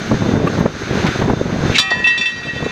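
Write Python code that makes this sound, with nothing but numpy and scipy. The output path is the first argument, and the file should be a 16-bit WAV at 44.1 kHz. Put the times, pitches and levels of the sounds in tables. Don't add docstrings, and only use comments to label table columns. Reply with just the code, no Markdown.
import sys
import numpy as np
from scipy import signal
from scipy.fft import rfft, irfft, next_fast_len
from scipy.io import wavfile
from scipy.ndimage import uniform_filter1d, map_coordinates

SR = 44100
rng = np.random.default_rng(int(sys.argv[2]) if len(sys.argv) > 2 else 0)


def generate_wav(sig):
    pcm = np.round(np.clip(np.atleast_2d(sig).T, -1, 1) * 32767).astype(np.int16)
    wavfile.write(sys.argv[1], SR, pcm)


def boost_factor(decibels):
    exponent = np.asarray(decibels, float) / 20
    return 10 ** exponent


N = 119511

# (time [s], level [dB])
WIND_LEVEL = [(0, -26.5), (.25, -17.5), (.66, -16), (.72, -28.5), (.86, -25.5), (.95, -26), (1.7, -18),
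              (1.8, -35), (2.1, -33), (2.3, -45), (2.71, -31)]
# (time [s], level [dB], half width [s])
GUSTS = [(0.031, -26, 0.019), (0.117, -6.5, 0.0043), (0.122, -12, 0.022), (0.144, -10.5, 0.0029),
         (0.223, -10.5, 0.0075), (0.252, -17, 0.02), (0.332, -8.5, 0.014), (0.405, -22, 0.0045),
         (0.447, -14, 0.005), (0.292, -12.5, 0.011), (0.363, -10.5, 0.019), (0.465, -10.5, 0.021),
         (0.589, -13.5, 0.0073), (0.609, -9, 0.007), (0.661, -6.5, 0.0041), (0.821, -16.5, 0.0031),
         (0.968, -14, 0.045), (0.755, -19, 0.0031), (0.912, -15, 0.0042), (1.038, -20, 0.005),
         (1.066, -9.5, 0.024), (1.16, -14.5, 0.0055), (1.218, -12, 0.023), (1.225, -7.5, 0.0034),
         (1.302, -10.5, 0.026), (1.252, -11.5, 0.0055), (1.332, -13.5, 0.004), (1.376, -16.5, 0.004),
         (1.415, -10, 0.0033), (1.471, -17, 0.015), (1.505, -14.5, 0.007), (1.537, -19, 0.02),
         (1.608, -15, 0.0027), (1.678, -16.5, 0.066), (1.716, -17.5, 0.003), (1.918, -25.5, 0.0072),
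         (1.969, -23.5, 0.021), (2.018, -24.5, 0.027), (2.199, -27, 0.022), (2.392, -30, 0.056),
         (2.477, -22, 0.015), (2.562, -22.5, 0.021), (2.627, -19, 0.017), (2.664, -13, 0.0057)]
# (frequency [Hz], density [dB])
RUMBLE_SPECTRUM = [(25, -17.5), (70, -6.5), (110, 0), (220, 0), (470, -7), (1100, -22.5), (2000, -40),
                   (4000, -70)]
# (frequency [Hz], density [dB])
EDDY_EDGE_SPECTRUM = [(250, -8.5), (600, -8), (1000, -7.5), (2000, -19), (4000, -56.5)]

# (time [s], level [dB])
GEAR_LOAD = [(0, -31.5), (.3, -31), (.4, -36), (.55, -31), (.73, -35.5), (.95, -25.5), (1.05, -26),
             (1.2, -25.5), (1.35, -35), (1.5, -30.5), (1.72, -26.5)]
# (frequency [Hz], density [dB])
HISS_SPECTRUM = [(200, -6), (400, -4), (1000, -11.5), (1500, -9), (3100, -27.5), (6300, -18.5), (7400, -29),
                 (15600, -60)]
# (frequency [Hz], width [Hz], boost [dB])
CASING = [(1540, 790, 8), (3582, 13.5, 24), (3626, 7.4, 12), (3930, 1320, 14), (6335, 670, 8),
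          (11450, 320, 17)]
# (frequency [Hz], density [dB])
GRIND_SPECTRUM = [(500, -19.5), (1500, 1), (2200, -1), (5000, -13.5), (10000, -37.5), (15000, -44)]
# (time [s], level [dB], t60 [s])
CLACKS = [
    (.472, -13, 0.045),
]
# (frequency [Hz], width [Hz], level [dB])
LINKAGE = [(1178, 41, 18.5), (2650, 106, 4.5), (4000, 500, -26), (8400, 200, -27)]
# (time [s], level [dB], t60 [s])
KNOCKS = [
    (1.066, -17, .12),
]
# (time [s], level [dB])
PUFFS = [
    (.09, -54),
    (.6, -46),
    (1.072, -54),
    (1.21, -51),
    (1.726, -49),
]

# (time [s], level [dB])
SCRAPE_LEVEL = [(1.718, -49), (1.723, -23), (1.74, -27), (1.753, -15), (1.757, -10.5), (1.772, -9.5),
                (1.782, -13), (1.79, -48)]
# (time [s], peak level [dB])
SLIPS = [
    (1.748, -9),
    (1.7556, 1),
    (1.759, -3),
    (1.7635, -1),
    (1.7705, -1),
    (1.775, -8),
]
# (frequency [Hz], width [Hz], level [dB])
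TABLE_EDGE = [(2190, 600, -4), (2690, 300, 1.5), (3700, 500, -8.5), (7000, 2900, -27), (13000, 3000, -58)]

# (time [s], blow level [dB], then levels of the three loud bending modes [dB])
HITS = [(1.782, -11, -31, -17, -18), (1.794, -8, -25, -16, -8), (1.822, -34, -19, -21, -26),
        (1.904, -19, -11, -24, -23), (1.914, -23, -8, -18, -24), (1.942, -34, -26, -27, -31),
        (1.99, -38, -21, -31, -43), (2.041, -29, -17, -10, -24), (2.07, -23, -11, -12, -20),
        (2.102, -30, -15, -16, -33), (2.176, -23, -26, -22, -18), (2.209, -24, -16, -13, -19),
        (2.256, -26, -18, -12, -18), (2.293, -33, -28, -32, -35), (2.315, -35, -28, -29, -39),
        (2.36, -40, -30, -34, -46), (2.43, -42, -30, -43, -38), (2.455, -43, -31, -32, -39),
        (2.55, -43, -33, -38, -39), (2.64, -45, -35, -34, -39)]
# (bright modes together [dB], then levels of the four twisting modes [dB])
TWISTS = [(-18, -31, -12, -35, -25), (-13, -17, -19, -24, -20), (-33, -30, -36, -38, -43),
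          (-31, -26, -42, -24, -29), (-35, -30, -32, -30, -32), (-41, -39, -47, -42, -42),
          (-46, -43, -52, -43, -47), (-43, -32, -37, -41, -43), (-29, -28, -31, -42, -37),
          (-42, -34, -32, -43, -38), (-28, -30, -30, -33, -39), (-29, -36, -39, -33, -32),
          (-30, -28, -33, -38, -37), (-46, -44, -45, -47, -48), (-42, -46, -39, -44, -45),
          (-45, -44, -45, -44, -44), (-47, -42, -43, -47, -50), (-46, -44, -40, -50, -47),
          (-46, -45, -45, -46, -48), (-49, -49, -47, -54, -52)]
EDGEWISE = [(-42, -20, -27), (-27, -26, -19), (-41, -36, -26), (-45, -32, -34), (-23, -29, -37),
            (-31, -31, -38), (-35, -32, -40), (-35, -37, -38), (-30, -38, -44), (-40, -39, -49),
            (-34, -45, -30), (-36, -38, -28), (-36, -33, -37), (-48, -45, -48), (-49, -51, -46),
            (-47, -47, -43), (-53, -48, -38), (-58, -45, -47), (-53, -53, -44), (-47, -47, -43)]
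LOUD_HZ = [1900, 2652, 3520]
TWIST_HZ = [3124, 3900, 4506, 4760]
EDGEWISE_HZ = [1003, 1753, 2405]
EDGEWISE_DBS = [-4, 0, 0]
MIDDLE_HZ = [3965, 5585, 5706, 6490, 6865]
MIDDLE_DBS = [-10, -5, -5, -20, -13]
UPPER_HZ = [7337, 7870, 8208, 8650, 9084, 9796, 10364, 11055, 11773, 12728, 13218, 13845, 14790, 15140]
UPPER_DBS = [-23, -19, -26, -24, -27, -34, -32, -33, -38, -39, -41, -39, -42, -46]
FREE_HZ = [774, 1145, 1275, 1384]
FREE_DBS = [-33, -28.5, -24, -40]
# (time [s], level [dB], t60 [s])
THUDS = [
    (1.912, -4.5, 0.084),
    (1.957, -16, 0.064),
    (2.066, -17, .06),
]
# (frequency [Hz], density [dB])
THUD_SPECTRUM = [(300, -9.5), (650, 0), (1000, 1), (1600, -8.5), (3000, -41.5), (6000, -91)]
# (time [s], level [dB], t60 [s])
SLAM = [
    (1.7828, 1, .035),
    (1.788, -2, .03),
    (1.795, -2, .08),
]
# (frequency [Hz], density [dB])
CRACK_SPECTRUM = [(400, -17.5), (1000, -1.5), (2000, 0.5), (3800, 8), (6000, -3.5), (8500, -12),
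                  (11000, -44.5), (15500, -45)]
# (time [s], level [dB])
GAIN = [(0, 3), (1.755, -1.5), (1.81, -14.5), (2.08, -7.5), (2.35, -11), (2.71, -5)]


def unit(x):
    return x / np.sqrt(np.mean(x ** 2) + 1e-20)


def along(points, hz):
    f, v = np.transpose(points)
    return np.interp(np.log(hz + 1), np.log(f + 1), v)


def curve(rows):
    return np.interp(np.arange(N) / SR, *np.transpose(rows))


def wobble(rate):
    knots = rng.standard_normal(int(N * rate / SR) + 4)
    return map_coordinates(knots, [np.arange(N) * rate / SR])


def filtered(x, response):
    m = next_fast_len(N + SR // 2)
    return irfft(rfft(x, m) * response(np.fft.rfftfreq(m, 1 / SR)), m)[:N]


def noise(spectrum):
    points = [(7.3, -93.5)] + list(spectrum)
    return unit(filtered(rng.standard_normal(N), lambda hz: boost_factor(along(points, hz))))


def body(peaks):
    def response(f):
        total = 0
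        for k, (centre, width, db) in enumerate(peaks):
            loss = 1j * f * width
            total = total + (-1) ** k * boost_factor(db) * loss / (centre ** 2 - f ** 2 + loss)
        return total
    return response


def bursts(rows):
    t = np.arange(N) / SR
    return sum(boost_factor(db - 60 * np.clip(t - s, 0, 9) / t60) * (t >= s) for s, db, t60 in rows)


def port_thumps():
    t = np.arange(N) / SR
    thump_db, thump_s, thump_hz, narrow_s = 6, .0022, 290, .007
    x = np.zeros(N)
    for s, db, width in GUSTS:
        detune, turn = rng.standard_normal(2)
        pulse = boost_factor(db + thump_db) * np.exp(-(width / narrow_s) ** 2 - ((t - s) / thump_s) ** 2)
        x += pulse * np.cos(2 * np.pi * thump_hz * (1 + 0.41 * detune) * (t - s) + 3 * turn)
    return x


def wind():
    t = np.arange(N) / SR
    wind_db, lump_db, flutter_db, even = -2, 2, 5, 0.62
    edge_db, edge_grows = -9, 1.94
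    power = boost_factor(2 * curve(WIND_LEVEL))
    power = power + sum(boost_factor(2 * db) * np.exp(-((t - s) / width) ** 2) for s, db, width in GUSTS)
    air = boost_factor(lump_db * wobble(25.17) + flutter_db * wobble(110)) * noise(RUMBLE_SPECTRUM)
    air = unit(air / np.abs(uniform_filter1d(air ** 2, size=900)) ** (even / 2))
    port = power * boost_factor(-2 * curve(GAIN))
    edge = unit(boost_factor(3.6 * wobble(120)) * noise(EDDY_EDGE_SPECTRUM))
    edge = edge * boost_factor(edge_db) * (port / port.max()) ** ((edge_grows - 1) / 2)
    return boost_factor(wind_db) * (np.sqrt(port) * (air + edge) + port_thumps() * boost_factor(-curve(GAIN)))


def gears():
    load_db = curve(GEAR_LOAD) + 30
    hiss_grows, grind_grows, uneven_db = 0.78, 1.14, 1.2

    def casing(f):
        return boost_factor(sum(db / (1 + (2 * (f - c) / w) ** 2) for c, w, db in CASING))

    hiss_level = boost_factor(hiss_grows * load_db - 31.5 + uneven_db * wobble(12.05))
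    hiss = hiss_level * unit(filtered(noise(HISS_SPECTRUM), casing))
    grind_level = boost_factor(grind_grows * load_db - 32.5 + uneven_db * wobble(25))
    return hiss + grind_level * noise(GRIND_SPECTRUM)


def linkage():
    ring = unit(filtered(rng.standard_normal(N), body(LINKAGE)))
    clacks = uniform_filter1d(bursts(CLACKS), size=90) * ring
    return clacks + uniform_filter1d(bursts(KNOCKS), size=90) * noise(GRIND_SPECTRUM)


def clutch_puffs():
    t = np.arange(N) / SR
    puff_s, puff_hz = 0.015, 8000
    air = filtered(rng.standard_normal(N), lambda f: f ** 2 / (f ** 2 + puff_hz ** 2))
    return air * sum(boost_factor(db) * np.exp(-((t - s) / puff_s) ** 2) for s, db in PUFFS)


def machine():
    return gears() + linkage() + clutch_puffs()


def scrape():
    t = np.arange(N) / SR
    dull_hz = 7000
    grit = unit(filtered(rng.standard_normal(N) * boost_factor(2.1 * wobble(600)), body(TABLE_EDGE)))
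    kicks = np.zeros(N)
    for s, db in SLIPS:
        kicks[round(s * SR)] = boost_factor(db + 25)
    touching = (t > SCRAPE_LEVEL[0][0]) * (t < SCRAPE_LEVEL[-1][0])
    x = grit * boost_factor(curve(SCRAPE_LEVEL)) * touching + filtered(kicks, body(TABLE_EDGE))
    return filtered(x, lambda f: 1 / (1 + 1j * (f / dull_hz) - (f / dull_hz) ** 2))


def mode(hz, levels_db):
    soft_db, hard_db = -33, -27
    sag_db, sag_s = 8, .025
    drain_s, rise_s = .011, .0013
    waver_db, rocks_from_s = 3.8, 2.29
    t60 = 1.3 * (2000 / hz) ** .9
    start, blow_db = np.transpose(HITS)[:2]
    hard = np.clip((blow_db - soft_db) / (hard_db - soft_db), 0, 1)
    t = np.arange(round(start[0] * SR), N) / SR
    k = np.clip(np.searchsorted(start, t, side="right") - 1, 0, None)
    since = t - start[k]
    left_db = np.roll(levels_db - sag_db * hard, 1)
    excess_db = (1 - hard) * np.clip(left_db - levels_db, 0, None)
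    level_db = levels_db[k] - 60 * since / t60
    level_db += excess_db[k] * np.exp(-since / drain_s)
    level_db -= sag_db * hard[k] * (1 - np.exp(-since / sag_s))
    level_db += waver_db * np.where(t > rocks_from_s, 1, .2) * wobble(55)[N - len(t):]
    phase = np.cumsum(2 * hard * rng.standard_normal(len(HITS)))
    swing = boost_factor(level_db) * np.exp(1j * phase[k])
    keep = np.exp(-1 / (rise_s * SR))
    swing = signal.lfilter([(1 - keep) ** 2], [1, -2 * keep, keep ** 2], swing)
    return np.pad(np.imag(swing * np.exp(2j * np.pi * hz * t)), (N - len(t), 0))


def flat_ring():
    loud_gain_db, quiet_gain_db, free_gain_db = 12, 13.5, 10.5
    scatter_db, floor_damps_db = 3.5, 9
    loud_db = np.transpose(HITS)[2:]
    bright_db, *twist_db = np.transpose(TWISTS)
    edgewise_db = np.transpose(np.add(EDGEWISE, EDGEWISE_DBS))
    x = sum(mode(hz, db + loud_gain_db) for hz, db in zip(LOUD_HZ, loud_db))
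    for hz, db in zip(TWIST_HZ + EDGEWISE_HZ, [*twist_db, *edgewise_db]):
        x += mode(hz, db + quiet_gain_db)
    for hz, db in zip(MIDDLE_HZ + UPPER_HZ, MIDDLE_DBS + UPPER_DBS):
        luck_db = scatter_db * rng.standard_normal(len(HITS))
        x += mode(hz, bright_db + db + quiet_gain_db - 1.5 + luck_db)
    damped_db = floor_damps_db * np.sqrt(np.clip(np.arange(len(HITS)) - 2, 0, None))
    for hz, db in zip(FREE_HZ, FREE_DBS):
        luck_db = .5 * scatter_db * rng.standard_normal(len(HITS))
        x += mode(hz, db + free_gain_db - damped_db + luck_db)
    return x


def flat_blows():
    tap_db, tap_t60 = 7, .04
    start, blow_db = np.transpose(HITS)[:2]
    jump_db = np.diff(blow_db, prepend=0).clip(-20, 0)
    levels_db = blow_db + tap_db + jump_db
    taps = [(s, db, tap_t60) for s, db in zip(start, levels_db)][3:]
    thuds = uniform_filter1d(bursts(THUDS), size=150) * noise(THUD_SPECTRUM)
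    cracks = bursts(SLAM) + uniform_filter1d(bursts(taps), size=60)
    return thuds + cracks * noise(CRACK_SPECTRUM) * boost_factor(0.46 * wobble(430))


def room(x):
    t60 = .2
    tail = rng.standard_normal(SR // 2) * boost_factor(-60 * np.arange(SR // 2) / SR / t60)
    return signal.fftconvolve(np.pad(x, (300, 0)), tail / np.linalg.norm(tail))[:N]


def scene():
    room_db, ring_room_db = -11, -12
    background = wind() + machine()
    cracks = scrape() + flat_blows()
    ring = flat_ring()
    answer = boost_factor(room_db) * room(cracks + boost_factor(ring_room_db) * ring)
    return (background + cracks + ring + answer)[None]


def band_limit(x):
    return signal.sosfilt(signal.butter(12, 15700, fs=SR, output="sos"), x)


def record(dry):
    clip_hard, top_hz = 12, 15780
    x = dry * boost_factor(curve(GAIN))
    x = x / (1 + np.abs(x) ** clip_hard) ** (1 / clip_hard)
    mix = filtered(x[0], lambda f: f < top_hz)[None]
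    return band_limit(mix)


dry = scene()
out = record(dry)
generate_wav(out)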